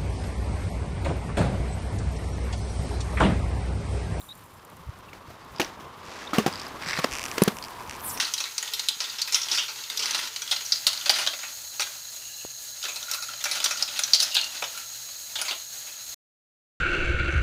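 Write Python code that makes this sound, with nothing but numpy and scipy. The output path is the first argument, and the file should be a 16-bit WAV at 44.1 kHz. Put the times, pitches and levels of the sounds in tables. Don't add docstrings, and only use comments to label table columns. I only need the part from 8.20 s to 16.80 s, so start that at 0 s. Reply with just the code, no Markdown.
import sys
import numpy as np
from scipy import signal
from scipy.fft import rfft, irfft, next_fast_len
from scipy.io import wavfile
from scipy.ndimage import uniform_filter1d

SR = 44100
rng = np.random.default_rng(int(sys.argv[2]) if len(sys.argv) > 2 else 0)


def store_pcm(level_fs):
    pcm = np.round(np.clip(level_fs, -1, 1) * 32767).astype(np.int16)
    wavfile.write(sys.argv[1], SR, np.atleast_2d(pcm).T)


N = 379260
MOVE_S = 2.3

# frequency in Hz, width in Hz, relative level in dB.
BRICKS = [(3100, 930, -0.5), (3756, 1100, 5), (4200, 900, 0), (4940, 350, 2), (4920, 1160, 0),
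          (5990, 960, 0.5), (5985, 600, 0), (7400, 1000, -16)]
# frequency in Hz, width in Hz, relative level in dB.
SHAFTS = [(336, 400, -10.5), (410, 200, -12.5), (603.6, 50, -7.5), (880, 120, -4.5), (1000, 196, -8),
          (1380, 102, -3)]
FAR_SHAFTS_DB = [1, 5.5, -7, 2, 3.5, 1]
# frequency in Hz, width in Hz, relative level in dB.
RAMPS = [(1540, 350, -1), (1920, 320, 2), (2503, 500, 0), (2737, 92, 2)]
# frequency in Hz, width in Hz, relative level in dB.
CORNERS = [(8930, 1000, 5), (9900, 2500, -0.5), (12800, 4700, -4), (15790, 1600, -14.5)]


def amp(db):
    return 10 ** (np.asarray(db) / 20)


def rms_one(x):
    return x / np.sqrt(np.mean(x ** 2) + 1e-20)


def peak_one(rows):
    power = uniform_filter1d(rows ** 2, size=88, axis=1).max(axis=1, keepdims=True)
    return rows / np.sqrt(2 * power + 1e-20)


def drift(rate_hz):
    r = np.exp(-2 * np.pi * rate_hz * 40 / SR)
    noise = rng.standard_normal(N // 40 + 2002)
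    slow = signal.lfilter([1], [1, -2 * r, r * r], noise)[2000:]
    return np.interp(np.arange(N) / 40, np.arange(len(slow)), rms_one(slow))


def grains(per_s, spread_db):
    sizes = amp(spread_db * np.minimum(rng.exponential(1, N), 4)) * rng.choice([-1, 1], N)
    return sizes * (rng.random(N) < per_s / SR)


def resonance(hz, width_hz, size):
    r = np.exp(-np.pi * np.reshape(width_hz, (-1, 1)) / SR)
    z = np.exp(-2j * np.pi * np.arange(size // 2 + 1) / size)
    c = np.cos(2 * np.pi * np.reshape(hz, (-1, 1)) / SR)
    return (1 - r * r) / 2 * (1 - z * z) / (1 - 2 * r * c * z + r * r * z * z)


def high_pass(hz, size):
    sos = signal.butter(4, hz, "high", fs=SR, output="sos")
    return signal.sosfreqz(sos, np.arange(size // 2 + 1) * SR / size, fs=SR)[1]


def body(modes, x):
    size = next_fast_len(N + SR // 4)
    hz, width_hz, db = np.transpose(modes)
    response = (amp(db) * (-1) ** np.arange(len(hz))) @ resonance(hz, width_hz, size)
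    return rms_one(irfft(rfft(x, size) * response, size)[:N])


def add(out, s, sound):
    i = max(round(s * SR), 0)
    out[i:i + len(sound)] += sound[:N - i]


def knocks(favour_db, lower_db, ring_width_hz, lower_q, tick_db):
    # start in seconds, brick peak in dB, brightest ring in Hz, rattle T60 in seconds,
    # ramp peak in dB re the bricks, corner crack in dB re the bricks.
    knock_rows = [(.0094,-19,5200,0.032,-30,-23),(.0498,-22,4490,0.072,-21,-21),(.1378,-15.5,5860,0.038,-19,-11),(.179,-22.5,4130,0.11,-15,-22),
                  (.2033,-20.5,5990,0.055,-7.5,-12),(.24,-22.5,5000,0.042,-11,-40),(.255,-31,4100,0.11,-1,-25),(.3803,-17,5740,0.039,-15,-9),
                  (.4265,-22.5,6650,0.068,-7.5,-8),(.4766,-26,3520,.06,-13,-22),(.536,-18,5800,0.084,-31,-10.5),(.5944,-19,4100,0.05,-11,-10),
                  (.6859,-10.5,4070,0.036,-26,-49),(.8041,-17,5070,0.08,-12,-41),(.841,-26,3400,0.097,-12,-26),(.897,-26,3800,0.07,-36,-27),
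                  (.9847,-26,5100,0.23,-8,-50),(1.017,-15.5,4560,0.051,-22,-39),(1.075,-26,5130,0.13,-6,-9),(1.1239,-18.5,5450,0.24,-13.5,-12),
                  (1.1449,-8,5570,0.057,-21.5,-43),(1.1549,-23.5,3270,0.25,-3.5,-7),(1.2155,-22,5640,0.058,-12,-32),(1.232,-21.5,5570,0.068,-25,-24),
                  (1.2855,-24,3170,0.094,-18,-23),(1.3148,-15,5800,0.092,-30,-22),(1.348,-19,4920,0.16,-13,-14),(1.375,-19,3610,0.068,-7,-29),
                  (1.3838,-17,2840,0.19,-16,-37),(1.482,-28.5,4160,0.23,-2,-32),(1.558,-36,4060,0.07,-4,-21),(1.606,-36,3930,.065,-9,-19),(1.6372,-28.5,3440,.06,-24,-31),
                  (1.7,-21.5,3640,0.044,-10,-13),(1.7735,-20,5800,0.05,-24,-12),(1.7928,-20.5,4970,0.2,-7.5,-31),(1.8248,-21,3980,.046,-28,-27),
                  (1.833,-21,5200,0.082,-7,-25),(1.857,-19,4080,.066,-12,-20),(1.875,-26,3600,.06,-23,-12),(1.9085,-19,6000,0.046,-18,-14),
                  (1.9467,-16.5,3730,0.074,-9,-15),(1.9899,-24.5,3500,.06,-4,-7),(2.0242,-30.5,3970,0.094,-3,-18),(2.0734,-27.5,3950,.055,-8,-19),
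                  (2.1617,-20.5,3940,0.061,-13.5,-12),(2.2194,-25,5800,0.08,-6.5,-11),(2.2766,-28,3500,0.043,-12.5,-9),(2.3121,-15,4920,0.099,-11.5,-14),
                  (2.3236,-23.5,5970,0.063,-2,-21.5),(2.3621,-21.5,4100,0.074,-12.5,-24.5),(2.4074,-34,6500,0.11,0.5,-26),(2.4513,-26,5760,0.18,-18,-24),
                  (2.5213,-9,4820,0.059,-23,-37),(2.559,-22,4770,0.031,-26.5,-29),(2.6676,-5.5,3810,0.077,-18,-12.5),(2.6803,-23,4040,0.057,-22,-15.5),
                  (2.7295,-22,3970,.072,-11,-12),(2.7744,-24.5,4240,0.038,-25,-27.5),(2.8115,-27.5,3140,0.078,-12,-21),(2.8584,-19,3500,0.087,-6,-24.5),
                  (2.8946,-5,4750,0.071,-9,-18),(2.9075,-25,4750,.056,-21,1),(2.9394,-20.5,4050,0.042,-11,-21),(2.9854,-23,4940,0.15,0,-7),
                  (3.0128,-26,4530,0.11,-0.5,-25),(3.0644,-20.5,4700,0.033,-4.5,-30),(3.0729,-13.5,3900,0.043,-8,-35),(3.133,-29,3600,0.097,1.5,-23),
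                  (3.1894,-31.5,6440,0.041,-5,-17),(3.2325,-32.5,6660,0.13,3,-14),(3.5959,-19,4840,.049,-5.5,-25),(3.6032,-22,5700,0.094,-4.5,-7),
                  (3.6191,-20.5,4360,0.083,-7,-12.5),(3.6681,-31,6600,.067,-3,-15),(4.628,-24,3550,0.062,-23,-27),(4.6392,-25,3330,0.053,-6,-31),
                  (4.6514,-26,4070,0.066,-4,-53),(4.6835,-27,6500,0.34,-3.5,-20),(4.7596,-26.5,4170,0.091,-8.5,-6),(4.8271,-27,3520,0.054,-14,-23),
                  (4.9132,-19.5,5360,0.048,-13,-2.5),(4.935,-21.5,3900,0.05,-11,-14),(4.9442,-30.5,4320,0.089,0.5,3),(5.0236,-26,3970,0.11,-8,-10),
                  (5.0843,-33,6600,0.062,-14,-16),(5.1357,-28,4100,0.049,-7,-21),(5.2093,-31,3400,0.083,-8,-14),(5.2403,-19,5750,0.056,-7.5,-9),
                  (5.2545,-24.5,3860,0.075,0,-9),(5.3131,-18,4160,0.12,-10,-13),(5.3545,-24,3930,0.057,-7.5,-18),(5.4019,-21,3680,0.044,-7,-17),
                  (5.442,-14,5750,0.07,-12.5,-5.5),(5.4589,-19,4650,0.044,-3,-13),(5.5089,-21.5,5560,0.093,-2.5,-24),(5.5726,-25.5,3900,.081,-22,-14),
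                  (5.6247,-11.5,4900,0.032,-17.5,-13.5),(5.6782,-28.5,4100,0.14,-6.5,-18.5),(5.7756,-26,4270,.047,-27,-10),(5.7911,-15.5,6420,0.049,-7,-8),
                  (5.836,-13,5760,0.032,-22,-17),(5.878,-29,4070,0.048,-5,-11),(5.9343,-2.5,4550,0.056,-27.5,-49),(5.9464,-12,4450,0.077,-18.5,-31),
                  (5.995,-21,4500,.06,-16,-16),(6.0019,-10.5,4830,0.085,-21,-13),(6.0226,-18,5370,.1,-11.5,-8),(6.0294,-14.5,5240,0.085,-24,-15),(6.105,-30,4970,.06,-30.5,-26),(6.1142,-25,5050,0.097,-40,-24),
                  (6.1447,-18.5,4640,0.083,-24,-8),(6.1513,-18,4780,0.13,-10.5,-27),(6.1668,-12,4440,0.12,-13.5,-39),(6.2133,-18,4300,0.023,-22,-28),
                  (6.2412,-22.5,4270,.043,-22,-29),(6.3654,-34,4100,0.11,-29,-25),(6.4223,-36,3770,0.037,10,-24),(6.4254,-31,3560,.027,7,-26),
                  (6.4394,-25.5,3500,0.078,-2.5,-19),(6.5742,-39,6700,0.11,4.5,1),(6.888,-40,4000,.05,0,-12),(7.095,-41,4000,.05,-4,-12),(7.1554,-24.5,4930,0.12,-6,-14),(7.1866,-29,3080,0.16,1,-9),
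                  (7.2147,-19.5,5000,0.073,-8,-6),(7.2513,-29.5,6660,0.19,-3,-10),(7.2823,-23.5,4400,0.16,-3,-20),(7.3103,-22.5,2960,0.13,-4,-20),(7.667,-37,6600,0.26,-4.5,-6)]
    focus_db_per_octave = 2.5
    lower_ring_hz, lower_spread = 2670, 0.096
    thud_db = -7.5
    s, peak_db, ring_hz, t60_s, deep_db, crack_db = np.transpose(knock_rows)
    size = 8192
    t = np.arange(size) / SR
    dying = amp(-60 * t / np.clip(t60_s, .01, .2)[:, None])
    push = rng.standard_normal((len(s), size)) * dying
    push[:, 0] += amp(tick_db)
    push = rfft(push)

    def struck(modes, change_db=0):
        hz, width_hz, db = np.transpose(modes)
        scatter_db = 2.58 * rng.standard_normal((len(s), len(hz)))
        strength = amp(db + scatter_db + change_db) * (-1) ** np.arange(len(hz))
        return strength @ resonance(hz, width_hz, size)

    octaves_away = np.abs(np.log2(np.transpose(BRICKS)[0] / ring_hz[:, None]))
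    bricks = struck(BRICKS, -focus_db_per_octave * octaves_away)
    bricks += amp(favour_db) * resonance(ring_hz, ring_width_hz, size)
    shafts = struck(SHAFTS, np.outer(s < MOVE_S, FAR_SHAFTS_DB))
    ramps = struck(RAMPS)
    lower_hz = lower_ring_hz * (1 + lower_spread * rng.standard_normal(len(s)))
    ramps += amp(lower_db) * resonance(lower_hz, lower_hz / lower_q, size)
    corners = struck(CORNERS)

    # response, lower edge in Hz (small parts radiate little below their lowest mode), peak in dB
    parts = [(bricks, 2400, peak_db),
             (shafts, 356, peak_db + deep_db + thud_db),
             (ramps, 1418, peak_db + deep_db),
             (corners, 7500, peak_db + crack_db)]
    blows = np.zeros((len(s), size))
    for response, edge_hz, level_db in parts:
        ring = irfft(push * response * high_pass(edge_hz, size), size)
        blows += amp(level_db)[:, None] * peak_one(ring)
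    out = np.zeros(N)
    for at, blow in zip(s, blows):
        add(out, at, blow)
    return out


def chute(rise_s):
    # start in seconds, level in dB before swell and flutter.
    taps = [(2.8176,-34.5),(2.8637,-32),(2.8961,-34.5),(2.9896,-33),(3.02,-28),(3.2249,-36),(3.601,-25),(4.6357,-29.5),(4.8324,-35),
            (4.882,-28),(4.92,-26),(4.9473,-25),(4.982,-28.5),(5.0262,-27),(5.0876,-26.5),(5.2403,-36),(5.3585,-31),(5.4598,-32.5),(5.5044,-30),
            (5.5566,-28.5),(5.6284,-32),(5.7005,-34.5),(6.003,-42),(6.03,-42),(6.5473,-30),(6.567,-34),(6.628,-36),(7.1564,-38),(7.22,-23)]
    centre_hz, t60_s = 1389, 0.047
    out, t = np.zeros(N), np.arange(5000) / SR
    rough = amp(2.5 * drift(60))
    for s, level_db in taps:
        i = round(s * SR)
        hz = centre_hz * (1 + 0.013 * rng.standard_normal())
        shape = (1 - np.exp(-t / rise_s)) * amp(level_db - 60 * t / t60_s)
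        add(out, s, shape * rough[i:i + len(t)] * np.sin(2 * np.pi * hz * t))
    return out


def rolling():
    # time in seconds, rattle gain in dB.
    roll_levels = [(0,-27),(.1,-40),(.22,-37.5),(.34,-43.5),(.56,-40.5),(.76,-43),(1.22,-41.5),(1.33,-30.5),(1.48,-45),(1.76,-40.5),(1.93,-30.5),(2.1,-43.5),(2.74,-45),(2.95,-32.5),(3.1,-41.5),
                   (3.34,-47),(4.5,-50.5),(4.82,-42),(5.23,-45),(5.36,-32),(5.5,-38.5),(5.86,-39.5),(6.55,-44),(6.82,-50),(7.7,-49)]
    rumble_db = -11.0
    t = np.arange(N) / SR
    crowd = amp(6.1 * drift(14))
    soft_corners = [(hz, width_hz, db - 12.0) for hz, width_hz, db in CORNERS]
    modes = RAMPS + BRICKS + soft_corners
    streams = [body(modes[k::3], grains(450 * crowd, spread_db=1.5)) for k in range(3)]
    rattle = rms_one(sum(streams))
    bumps = grains(900 * crowd, spread_db=5.0) + grains(1600, spread_db=3.0)
    far_shafts = [(hz, width_hz, db + far_db) for (hz, width_hz, db), far_db in zip(SHAFTS, FAR_SHAFTS_DB)]
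    rumble = np.where(t < MOVE_S, body(far_shafts, bumps), body(SHAFTS, bumps))
    return amp(np.interp(t, *np.transpose(roll_levels))) * (rattle + amp(rumble_db) * rumble)


def singing_ramp():
    # loudest moment in seconds, gain there in dB.
    passes = [(4.0,-52),(4.04,-51),(4.125,-54),(4.215,-45),(6.165,-28)]
    # frequency in Hz, width in Hz, relative level in dB.
    ramp_mode = [(2810, 70, 0)]
    swell_db_per_s, fade_db_per_s = 400, 184
    t = np.arange(N) / SR
    gain = np.zeros(N)
    for s, db in passes:
        below_db = np.where(t < s, swell_db_per_s * (s - t), fade_db_per_s * (t - s))
        gain += amp(db - below_db)
    return gain * body(ramp_mode, grains(249, spread_db=3.5))


def bin_drops(t60):
    # start in seconds, relative level of the rattle in dB.
    landings = [(3.596, -37), (6.4235, -23)]
    # frequency in Hz, width in Hz, relative level in dB.
    bin_modes = [(480, 160, -6), (690, 270, 2), (920, 470, 1.5)]
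    push, t = np.zeros(N), np.arange(4000) / SR
    for s, level_db in landings:
        add(push, s, amp(level_db - 60 * t / t60) * rng.standard_normal(len(t)))
    ring = body(bin_modes, push)
    return ring * np.abs(push).max() / np.abs(ring).max() / 2


def thumps(cycles):
    # start in seconds, level in dB before the decay, pitch they settle towards in Hz.
    bumps = [(0.766, -44, 129), (1.991, -34, 280), (4.25, -21, 331), (6.173, -35, 340)]
    out, t = np.zeros(N), np.arange(2000) / SR
    for s, level_db, hz in bumps:
        turns = hz * t + 0.46 * (1 - np.exp(-t * hz * 2.1))
        add(out, s, amp(level_db) * np.sin(2 * np.pi * turns) * np.exp(-t * hz / cycles))
    return out


def motor():
    # frequency in Hz, width in Hz, relative level in dB.
    casing = [(1694, 30, -14.5), (2774, 61, -42), (3990, 33, -2.5), (4300, 220, -9), (4460, 26, -18),
              (5460, 300, -31), (6524, 100, -0.5), (6604, 71, -3), (6694, 59, 0), (6960, 200, -19.5),
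              (8400, 120, -26.5)]
    # frequency in Hz, relative level in dB per Hz.
    hiss_colour = [(30, -23), (70, -16), (200, -32), (600, -22), (1500, -33), (4200, -13.5), (5500, -13),
                   (7200, -9.5), (8700, -16.5), (11000, -17), (12500, -14), (14800, -14.5), (16400, -13)]
    # frequency in Hz, width in Hz, level in dB rms.
    steady_hum = [(124, 4.7, -69.5)]
    # frequency in Hz, width in Hz, level in dB before wavering.
    far_hum = [(435, 14, -65)]
    moved = np.arange(N) / SR > MOVE_S
    whine_db = np.where(moved, -41.5, -46.5)
    hiss_db = np.where(moved, -40.5, -43.5)

    scrub = grains(3600, spread_db=4.0) * amp(drift(30))
    ticks = amp(11.5) * grains(25, spread_db=1.5)
    whine = body(casing, scrub + ticks)

    size = next_fast_len(N)
    hz, db = np.transpose(hiss_colour)
    grid_hz = np.arange(size // 2 + 1) * SR / size
    colour = amp(np.interp(np.log(grid_hz + 1), np.log(hz), db))
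    hiss = rms_one(irfft(rfft(rng.standard_normal(N), size) * colour, size)[:N])
    hiss *= amp(drift(8.4))

    hum = amp(steady_hum[0][2]) * body(steady_hum, rng.standard_normal(N))
    far_gain = amp(far_hum[0][2] + 4.3 * drift(2.5)) * ~moved
    hum += far_gain * body(far_hum, rng.standard_normal(N))
    return amp(whine_db) * whine + amp(hiss_db) * hiss + hum


def room(x):
    t60_s, wall_cut_hz = 0.35, 4300
    t = np.arange(SR // 2) / SR
    white = rng.standard_normal((2, len(t)))
    low_pass = signal.butter(1, wall_cut_hz, fs=SR, output="sos")
    dull = signal.sosfilt(low_pass, white[0]) * amp(-60 * t / t60_s)
    bright = .4 * white[1] * amp(-60 * t / (0.57 * t60_s))
    tail = (dull + bright) * np.clip(t / 0.0065, 0, 1)
    return signal.fftconvolve(x, tail / np.sqrt(np.sum(tail ** 2)))[:N]


def scene():
    room_db = -10.5
    tower = knocks(favour_db=5.5, lower_db=6.5, ring_width_hz=450, lower_q=12.0, tick_db=11.5)
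    tower += chute(rise_s=0.0023)
    tower += rolling()
    tower += singing_ramp()
    tower += bin_drops(t60=0.034)
    return (tower + amp(room_db) * room(tower) + thumps(cycles=0.32) + motor())[None]


def record(dry):
    low_cut_hz, top_cut_hz, stop_s = 45, 16100, 7.9455
    gate = np.clip((stop_s - np.arange(N) / SR) / .004, 0, 1)
    thin = signal.sosfilt(signal.butter(4, low_cut_hz, "high", fs=SR, output="sos"), dry)
    return signal.sosfilt(signal.cheby2(14, 60, top_cut_hz, fs=SR, output="sos"), thin * gate)


dry = scene()
out = record(dry)
store_pcm(out)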